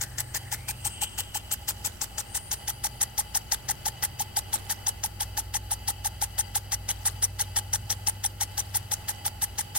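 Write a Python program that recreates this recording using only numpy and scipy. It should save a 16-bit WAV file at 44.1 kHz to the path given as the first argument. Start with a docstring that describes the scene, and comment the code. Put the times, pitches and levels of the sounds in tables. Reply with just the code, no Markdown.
"""Sharp, wet ticks, six a second: an impact sprinkler on a lawn, about a metre from a hand-held phone.
At each beat the arm breaks up the jet with a splash and a fan of spray, and its impact excites the
head's damped modes, a hollow knock. Between beats the turbulent jet hisses, drops patter on the grass
and engines drone far off. The phone moves into place in the first seconds; diffraction round it sets
the level and phase at its two microphone ports, so the stereo image shifts."""
import sys
import numpy as np
from scipy import signal
from scipy.fft import rfft, irfft, next_fast_len
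from scipy.io import wavfile
from scipy.ndimage import uniform_filter1d

SR = 44100
rng = np.random.default_rng(int(sys.argv[2]) if len(sys.argv) > 2 else 0)


def output_pcm(signal):
    """Save a mono or channel-first signal as 16-bit PCM at the path in sys.argv[1].

    Samples are clipped to [-1, 1] before scaling.
    """
    pcm = np.clip(np.atleast_2d(signal).T, -1, 1) * 32767
    wavfile.write(sys.argv[1], SR, np.round(pcm).astype(np.int16))


N = 431298
T = np.arange(N) / SR
FREQS = np.fft.rfftfreq(N, 1 / SR)

# far engines (time [s], relative level of the low one [dB], relative level of the high one [dB])
ENGINE_LEVELS = [(0, -50, -47), (3.6, -49, -52), (4.5, -58, -45), (5.2, -44.5, -45), (7.5, -45.5, -40.5),
                 (9.78, -51.5, -44.5)]
# a third hum that comes and goes (start [s], duration [s], relative level [dB])
HUM_EVENTS = [(0.106, 0.72, -45.5), (2.652, 0.47, -50), (3.654, .65, -49.5)]
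# a far motor speeding up and easing off (time [s], frequency [Hz], relative level [dB])
MOTOR_REV = [(7.1, 100.4, -74), (7.9, 116, -45), (8.4, 119, -62), (8.8, 114.2, -47), (9.2, 106.6, -61),
             (9.78, 108.5, -53.5)]
# weaker steady engine tones (frequency [Hz], level [dB])
ENGINE_PARTIALS = [(118.3, -60.5), (60.9, -61.5), (76.7, -55.5), (82.2, -59.5), (135.7, -63.5),
                   (163.8, -64.5), (219.3, -69.5), (359.6, -68.5)]

# spectral shapes of the noise sources (frequency [Hz], relative spectral density [dB])
RUMBLE_SPECTRUM = [(12, -11), (30, -17), (55, 0.5), (85, -0.5), (115, -4), (150, -8), (220, -11),
                   (350, -19.5), (700, -29.5), (1500, -38), (5000, -49)]  # the far neighbourhood
BREEZE_SPECTRUM = [(15, 5), (40, -3), (90, 3.5), (200, -8), (400, -6), (900, -10), (3000, -15),
                   (10000, -46)]  # air brushing the ports
DROP_SPECTRUM = [(1500, 7.5), (4000, -2), (6000, -2), (8500, -0.5), (11000, -3), (15500, -8)]  # drops on grass
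JET_SPECTRUM = [(300, -8), (650, 7.5), (1000, -14), (1350, 4), (2350, -7.5), (3400, -17), (3900, -1),
                (5500, -4.5), (7000, -5), (8600, -2.5), (10500, -3.5), (15800, -3)]  # the free jet
FAN_SPECTRUM_FIRST = [(400, -16.5), (1200, -16.5), (2000, -26), (2500, -10), (3400, -15), (3900, -18),
                      (4800, -11), (5500, -10.5), (6700, -2.5), (8200, 0), (10300, -15.5), (12000, -8),
                      (14000, -2.5), (15800, 0)]  # the fan of spray, from the phone's first position
FAN_SPECTRUM_SETTLED = [(400, -26.5), (1200, -23.5), (2000, -9.5), (2400, -26.5), (3400, -12.5),
                        (4200, -18.5), (5000, -23), (5800, -2), (7500, -11), (8700, 5), (10400, -9.5),
                        (12600, -7.5), (13400, -11), (15800, -6.5)]  # the fan, from its final position
SPLASH_SPECTRUM = [(300, -21.5), (550, -12.5), (1100, -11.5), (1500, -8), (2000, -7), (2400, -18),
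                   (3400, -6), (4200, -9), (5700, -8), (7500, -9), (8700, -20), (12000, -28), (15800, -2)]  # the arm cutting the jet
GUSH_SPECTRUM = [(150, -16), (450, -8), (1000, -5.5), (1800, -1), (2400, -26), (6000, -11)]  # the jet closing behind the arm

# head resonances driven by the jet (frequency [Hz], bandwidth [Hz], relative level [dB])
JET_RESONANCES = [(830, 103, 2), (1998, 120, -6.5), (2626, 74, -6.5), (2947, 117, -1), (3197, 115, -7),
                  (4727, 186, -6), (8030, 500, -14.5)]
# two peaks of the hiss (time [s], centre [Hz], free-jet level [dB], level added by the arm [dB])
UPPER_HISS_PEAK = [(0, 8370, -57, -57), (.7, 8660, -56, -37), (1.08, 8200, -49.5, -31),
                   (1.45, 8000, -62, -41), (2.0, 7800, -61, -39), (2.45, 9340, -41, -25),
                   (3.2, 9760, -60, -57), (4.2, 9060, -75, -46), (7.2, 9000, -63, -29.5),
                   (9.78, 8980, -71, -43)]
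LOWER_HISS_PEAK = [(0, 1692, -59, -48.5), (.55, 1937, -58, -40), (.8, 2900, -54, -46),
                   (1.05, 3020, -44, -35.5), (1.5, 3000, -60, -50.5), (2.499, 2950, -72, -64)]
# modes of the struck head (frequency [Hz], relative level [dB], time to decay by 60 dB [s])
HEAD_MODES = [(840.5, 2.5, 0.028), (810, -27, 0.046), (879.4, -18, 0.18), (1450, -33, 0.005),
              (2022, -40, 0.024)]
# the arm's departure from a steady beat (time [s], lateness [s])
SWING_LATENESS = [(0.0, 0.012), (0.17, 0.015), (0.34, 0.0094), (0.5, 0.0138), (1.34, 0.0029),
                  (2.52, -0.0056), (2.86, -0.015), (4.37, -0.0027), (4.54, -0.0056), (5.88, -0.0013),
                  (7.06, -0.000061), (9.24, 0.013), (9.58, 0.0067), (9.74, 0.009)]
# strength of the water's slap and of the arm's knock (time [s], relative level [dB])
SLAP_TREND = [(0, -21), (1.2, -23.5), (2.2, -19), (3.6, -16.5), (5.6, -23.5), (8.0, -20.5), (9.78, -30.5)]
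KNOCK_TREND = [(0, -38), (.5, -32.5), (1.0, -26.5), (1.8, -33.5), (2.8, -28.5), (3.6, -25.5), (5.3, -26),
               (6.4, -25.5), (7.0, -31), (7.7, -27.5), (8.4, -29), (9.78, -28)]

# the phone moving into place (time [s], share of the settled position [0-1])
SETTLED_SHARE = [(1.9, 0.07), (2.9, 0.95)]
# sprinkler level at the ports, at first and once in place (frequency [Hz], left minus right [dB])
PORT_BALANCE_FIRST = [(200.0, -1), (850.0, -4), (2000.0, -0.5), (3800.0, -2.5), (5600.0, 13.5),
                      (8200.0, 7.9), (9700.0, 10), (11000.0, -28), (13000.0, 5), (15800.0, 9)]
PORT_BALANCE_SETTLED = [(200.0, 2.5), (850.0, -5.0), (1400.0, -6), (2200.0, 5.5), (3100.0, 3),
                        (3800.0, -10), (4300.0, 2), (5100.0, 14), (5800.0, 7), (8200.0, 9), (9700.0, -7.5),
                        (10700.0, 8.5), (11300.0, 3), (12300.0, 0), (13400.0, 23), (14600.0, -1),
                        (15800.0, 0)]
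# phase at the ports, at first and once in place (frequency [Hz], lead of the left port [rad])
PORT_LEAD_FIRST = [(200.0, -0.0), (850.0, -0.54), (2000.0, -0.58), (3800.0, -2.92), (5600.0, -0.51),
                   (8200.0, -0.68), (9700.0, 1.27), (11000.0, 1.89), (13000.0, -1.25), (15800.0, -3.66)]
PORT_LEAD_SETTLED = [(200.0, 0.06), (850.0, -0.4), (1400.0, -0.51), (2200.0, -0.51), (3100.0, -1.02),
                     (3800.0, -1.6), (4300.0, -0.62), (5100.0, -1.45), (5800.0, -2.55), (8200.0, -2.92),
                     (9700.0, -4.13), (10700.0, -3.0), (11300.0, -0.28), (12300.0, 2.23), (13400.0, 3.97),
                     (14600.0, 4.12), (15800.0, 3.77)]

TOP_HZ = 15900


def undb(db):
    """Amplitude ratio of a level in decibels."""
    return 10 ** (np.asarray(db) / 20)


def unit(x):
    """Normalisation to rms 1."""
    return x / np.sqrt(np.mean(x ** 2))


def curve(rows, axis=1):
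    """Linear interpolation of one column of a time table at every sample."""
    rows = np.array(rows)
    return np.interp(T, rows[:, 0], rows[:, axis])


def colour(x, points):
    """Minimum-phase filter through (frequency [Hz], level [dB]) points; white noise keeps its power."""
    hz, db = np.transpose(points)
    size = 8192
    log_freqs = np.log(np.fft.rfftfreq(size, 1 / SR) + 1)
    gain = unit(undb(np.interp(log_freqs, np.log(hz), db)))
    cepstrum = irfft(np.log(gain))
    cepstrum[1:size // 2] *= 2  # folding the cepstrum makes the filter causal
    cepstrum[size // 2 + 1:] = 0
    return signal.oaconvolve(x, irfft(np.exp(rfft(cepstrum))))[:N]


def walk(rate):
    """Low-pass random modulation: values held for 1 / rate s and smoothed twice; rms 1."""
    hold = max(int(SR / rate), 1)
    steps = np.repeat(rng.standard_normal(N // hold + 1), hold)
    return unit(uniform_filter1d(uniform_filter1d(steps, hold), hold)[:N])


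def add(track, start_s, sound):
    """Superposition of a sound on a track from start_s on."""
    start = int(start_s * SR)
    lo, hi = max(start, 0), min(start + len(sound), N)
    if hi > lo:
        track[lo:hi] += sound[lo - start:hi - start]


def swells(starts, lengths, dbs, rise_s, fall_s):
    """Envelope with an exponential rise, a hold and an exponential decay for each event."""
    out, t = np.zeros(N), np.arange(-SR // 20, SR // 5) / SR
    for start, length, db in np.broadcast(starts, lengths, dbs):
        shape = np.exp(np.minimum(t, 0) / rise_s - np.maximum(t - length, 0) / fall_s)
        add(out, start + t[0], undb(db) * shape)
    return out


def droplets(rate, spread_db):
    """Shot noise: tiny random impacts, rate per second, a few much larger than the rest; rms 1."""
    size = undb(spread_db * np.minimum(rng.exponential(size=N), 2 * np.pi))
    return unit((rng.random(N) < rate / SR) * size * rng.choice([-1, 1], N))


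def bubbles(count, low_hz, high_hz, ring_s, spread_db):
    """Drops and bubbles ring as damped oscillators, each at its own slightly rising pitch; rms 1."""
    when, pitch, rank, phase = rng.random((count, 4)).T[:, :, None]
    n = np.arange(SR // 100)
    t, hz = n / SR, low_hz + (high_hz - low_hz) * pitch
    size = undb(-spread_db * np.log(np.maximum(rank, .05)))
    envelope = np.exp(-t / ring_s) * (1 - np.exp(-2 * t / ring_s))
    rings = size * envelope * np.sin(2 * np.pi * (hz * t * (1 + 2 * t) + phase))
    samples = (when * N).astype(int) + n
    return unit(np.bincount(samples.ravel(), rings.ravel(), N)[:N])


def settle(first, settled):
    """Crossfade from the sound at the phone's first position to that at its final one."""
    share = curve(SETTLED_SHARE)
    return (1 - share) * first + share * settled


def diffuse(source, *controls):
    """A diffuse field, modelled as an independent draw of the source at each port."""
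    return np.array([source(*controls), source(*controls)])


def diffract(x, balance, lead):
    """Diffraction round the phone gives each port its own level and phase."""
    ratio = undb(np.interp(FREQS, *np.transpose(balance)))
    phase = np.interp(FREQS, *np.transpose(lead))
    gains = np.array([ratio * np.exp(.5j * phase), np.exp(-.5j * phase)]) * np.sqrt(2 / (1 + ratio ** 2))
    return irfft(rfft(x) * gains, N)


def motor_tone(hz, db, wobble=0.00602, throb_db=0.75):
    """A far motor's tone under slow random amplitude and frequency modulation."""
    amplitude = np.sqrt(2) * undb(db + throb_db * walk(3.7))
    pitch = hz * (1 + wobble * walk(3))
    return amplitude * np.sin(2 * np.pi * np.cumsum(pitch) / SR)


def engines(low_hz=54.94, high_hz=97.6, hum_hz=122.3, hum_fade_s=0.11, drone_db=-1, rumble_db=-50):
    """Far engines superpose low tones on a rumble; such long waves reach both ports alike."""
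    drone = motor_tone(low_hz, curve(ENGINE_LEVELS, 1)) + motor_tone(high_hz, curve(ENGINE_LEVELS, 2))
    hum = sum(undb(db) * np.exp(-np.maximum(abs(T - start - length / 2) - length / 2, 0) / hum_fade_s)
              for start, length, db in HUM_EVENTS)
    drone += hum * motor_tone(hum_hz, 0)
    drone += motor_tone(curve(MOTOR_REV, 1), curve(MOTOR_REV, 2))
    partials = sum(motor_tone(hz, db) for hz, db in ENGINE_PARTIALS)
    rumble = colour(rng.standard_normal(N), RUMBLE_SPECTRUM)
    return undb(drone_db) * drone + partials + undb(rumble_db) * rumble


def breeze(air_db=-55.5, gust_db=2):
    """Light air brushing a port makes turbulent pressure fluctuations."""
    return undb(air_db + gust_db * walk(2.04)) * colour(rng.standard_normal(N), BREEZE_SPECTRUM)


def patter(starts, lengths, dbs, steady_db=-59, shower_db=-22, patchy_db=4, tick_db=-2):
    """Impact noise of fine drops on the grass, louder just after each fan of spray."""
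    shower = swells(starts + lengths, 0, dbs + shower_db, rise_s=0.0043, fall_s=0.014)
    drops = bubbles(count=9000, low_hz=2990, high_hz=15200, ring_s=0.00078, spread_db=5.5)
    drops += undb(tick_db) * droplets(rate=5500, spread_db=3.5)
    return colour(drops * (undb(steady_db) + shower) * undb(patchy_db * walk(6)), DROP_SPECTRUM)


def mist(starts, lengths, dbs, mist_db=-9):
    """Each fan disperses into a wide cloud of droplets, which fizzes as shot noise."""
    cloud = swells(starts + 0.0029, lengths - .003, dbs + mist_db, rise_s=0.0043, fall_s=0.0068)
    spectrum = [(500, -15), (1500, -6.5), (2500, -8.5), (5000, -1), (8500, -0.5), (13000, -1),
                (15800, -11)]
    return colour(cloud * droplets(rate=9000, spread_db=4), spectrum)


def singing(modes):
    """Forced resonance: turbulent noise is passed in a narrow band round each mode; rms 1."""
    size = next_fast_len(N)
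    freqs = np.fft.rfftfreq(size, 1 / SR)
    gain = sum(undb(db) / (1 + (2 * (freqs - hz) / width) ** 2) for hz, width, db in modes)
    return unit(irfft(rfft(rng.standard_normal(size)) * gain, size)[:N])


def nozzle(hiss_db=-53.5, modes_db=-51.5, flicker_db=1.24, first_db=-4, waver_db=2):
    """Jet turbulence hisses and drives the head's resonances, clearer once the phone is close."""
    song = undb(modes_db + waver_db * walk(12)) * settle(undb(first_db), 0.88) * singing(JET_RESONANCES)
    flicker = undb(flicker_db * walk(30))
    hiss = undb(hiss_db) * colour(rng.standard_normal(N), JET_SPECTRUM)
    return flicker * (hiss + song)


def hiss_peak(starts, lengths, path, width_hz, flicker_db=2.5):
    """Narrow-band jet noise shifts as the phone moves, and flares while the arm is in the jet."""
    in_jet = swells(starts + 0.0019, lengths - .004, 0, rise_s=0.0029, fall_s=0.0042)
    lowpass = signal.butter(2, width_hz / 2, fs=SR, output="sos")
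    baseband = signal.sosfilt(lowpass, rng.standard_normal(N) + 1j * rng.standard_normal(N))
    carrier = np.exp(2j * np.pi * np.cumsum(curve(path, 1)) / SR)
    envelope = undb(curve(path, 2)) + undb(curve(path, 3)) * in_jet
    return unit(np.real(baseband * carrier)) * undb(flicker_db * walk(24)) * envelope


def swings(period_s=.168, in_jet_s=0.028, scatter_s=0.00049, level_db=-25, scatter_db=0.56):
    """The arm's nearly periodic oscillation: entry times [s], times in the jet [s], levels [dB]."""
    beats = np.arange(0, N / SR, period_s)
    starts = beats + np.interp(beats, *np.transpose(SWING_LATENESS))
    chance = rng.standard_normal((len(starts), 2))
    return starts, in_jet_s + scatter_s * chance[:, 0], level_db + scatter_db * chance[:, 1]


def strength(starts, trend, scatter_db):
    """Level of each swing [dB]: Gaussian scatter about a slow trend."""
    return np.interp(starts, *np.transpose(trend)) + scatter_db * rng.standard_normal(len(starts))


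def knocks(starts, knock_db=-2.5, delay_s=0.00504, push_s=0.0071, detune=0.009):
    """The arm's impact, cushioned by water, excites the head's damped modes: a short hollow ring."""
    out, t = np.zeros(N), np.arange(SR // 8) / SR
    hz, db, t60 = np.transpose(HEAD_MODES)[:, :, None]
    push = np.sin(np.minimum(t / push_s, 1) * np.pi / 2) ** 2
    fade = np.exp(-np.log(1000) * np.maximum(t - push_s, 0) / t60)
    blows = strength(starts, KNOCK_TREND, scatter_db=1.75)
    chance = rng.standard_normal((len(starts), 2, len(HEAD_MODES), 1))
    for start, blow_db, (mistuning, phase) in zip(starts, blows, chance):
        modes = undb(db) * fade * np.sin(2 * np.pi * (hz * (1 + detune * mistuning) * t + phase))
        add(out, start + delay_s, undb(blow_db + knock_db) * push * modes.sum(axis=0))
    return out


def slaps(starts, first_hz=6510, settled_hz=5840, width_hz=1300, slap_db=-8.5, crack_db=-8):
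    """Water slaps into the arm's scoop and resonates briefly, at a slightly new pitch each time."""
    dbs = strength(starts, SLAP_TREND, scatter_db=3)
    detune = 0.055 * np.interp(T, starts, rng.standard_normal(len(starts)))
    pitch = settle(first_hz, settled_hz) * (1 + detune)
    baseband = walk(width_hz * 2) + 1j * walk(width_hz * 2)
    ring = np.real(baseband * np.exp(2j * np.pi * np.cumsum(pitch) / SR))
    crack = colour(rng.standard_normal(N), [(1500, -10), (5500, -1.5), (9000, -8), (15000, -17)])
    envelope = swells(starts + 0.0021, .0016, dbs + slap_db, rise_s=0.0025, fall_s=0.0029)
    return (ring + undb(crack_db) * crack) * envelope


def splashes(starts, lengths, dbs, exit_db=-2, exit_scatter_db=3, gush_db=-14, first_db=-3):
    """Transients mark the arm's entry into the jet and its exit; the jet closes with a low gush."""
    chance = rng.standard_normal((len(starts), 2))
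    entry = swells(starts, .003, dbs, rise_s=0.0035, fall_s=0.0056)
    exit_times = starts + lengths - .003 + 0.00087 * chance[:, 0]
    exit_levels = dbs + exit_db + exit_scatter_db * chance[:, 1]
    flick = swells(exit_times, .0006, exit_levels, rise_s=.0003, fall_s=.0018)
    closing = swells(starts + lengths, .003, dbs + gush_db, rise_s=0.0015, fall_s=0.0016)
    splash = colour((entry + flick) * droplets(rate=14000, spread_db=2.5), SPLASH_SPECTRUM)
    gush = colour(closing * rng.standard_normal(N), GUSH_SPECTRUM)
    return splash * settle(undb(first_db), 0.97) + gush


def spray(starts, lengths, dbs, hiss_db=-5, grain_db=-6, bubble_db=-4, flutter_db=2, wander_db=3.5):
    """Atomisation: the arm tears the jet into a fan of drops whose spectrum varies with its shape."""
    water = undb(bubble_db) * bubbles(count=16000, low_hz=1224, high_hz=14860, ring_s=.0019, spread_db=4)
    water += undb(hiss_db) * rng.standard_normal(N)
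    water += undb(grain_db) * droplets(rate=7000, spread_db=2.5)
    in_jet = swells(starts + .005, lengths - .007, dbs, rise_s=.0035, fall_s=.004)
    water *= undb(flutter_db * walk(700)) * in_jet
    fan = settle(undb(-1.5) * colour(water, FAN_SPECTRUM_FIRST), colour(water, FAN_SPECTRUM_SETTLED))
    out = np.zeros(N)
    for edge_hz in (3000, 5000, 7500, 10000, 13000):  # each band wanders in level on its own
        band = signal.sosfiltfilt(signal.butter(4, edge_hz, fs=SR, output="sos"), fan)
        out += band * undb(wander_db * walk(60))
        fan -= band
    return undb(-0.5) * (out + fan * undb(wander_db * walk(60)))


def scene():
    """Superposition of the sprinkler's direct sound, diffuse water and air noise, and far engines."""
    starts, lengths, dbs = swings()
    peaks = hiss_peak(starts, lengths, UPPER_HISS_PEAK, width_hz=1160)
    peaks += hiss_peak(starts, lengths, LOWER_HISS_PEAK, width_hz=450)
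    water = spray(starts, lengths, dbs) + splashes(starts, lengths, dbs) + slaps(starts)
    sprinkler = water + knocks(starts) + nozzle() + peaks
    direct = settle(diffract(sprinkler, PORT_BALANCE_FIRST, PORT_LEAD_FIRST),
                    diffract(sprinkler, PORT_BALANCE_SETTLED, PORT_LEAD_SETTLED))
    drops = diffuse(mist, starts, lengths, dbs) + diffuse(patter, starts, lengths, dbs)
    return direct + drops + undb(-1) * diffuse(nozzle) + diffuse(breeze) + engines()


def record(dry):
    """Band limiting: the phone's steep low-pass filter cuts the treble above TOP_HZ."""
    return signal.sosfilt(signal.ellip(10, .2, 70, TOP_HZ, fs=SR, output="sos"), dry)


dry = scene()
out = record(dry)
output_pcm(out)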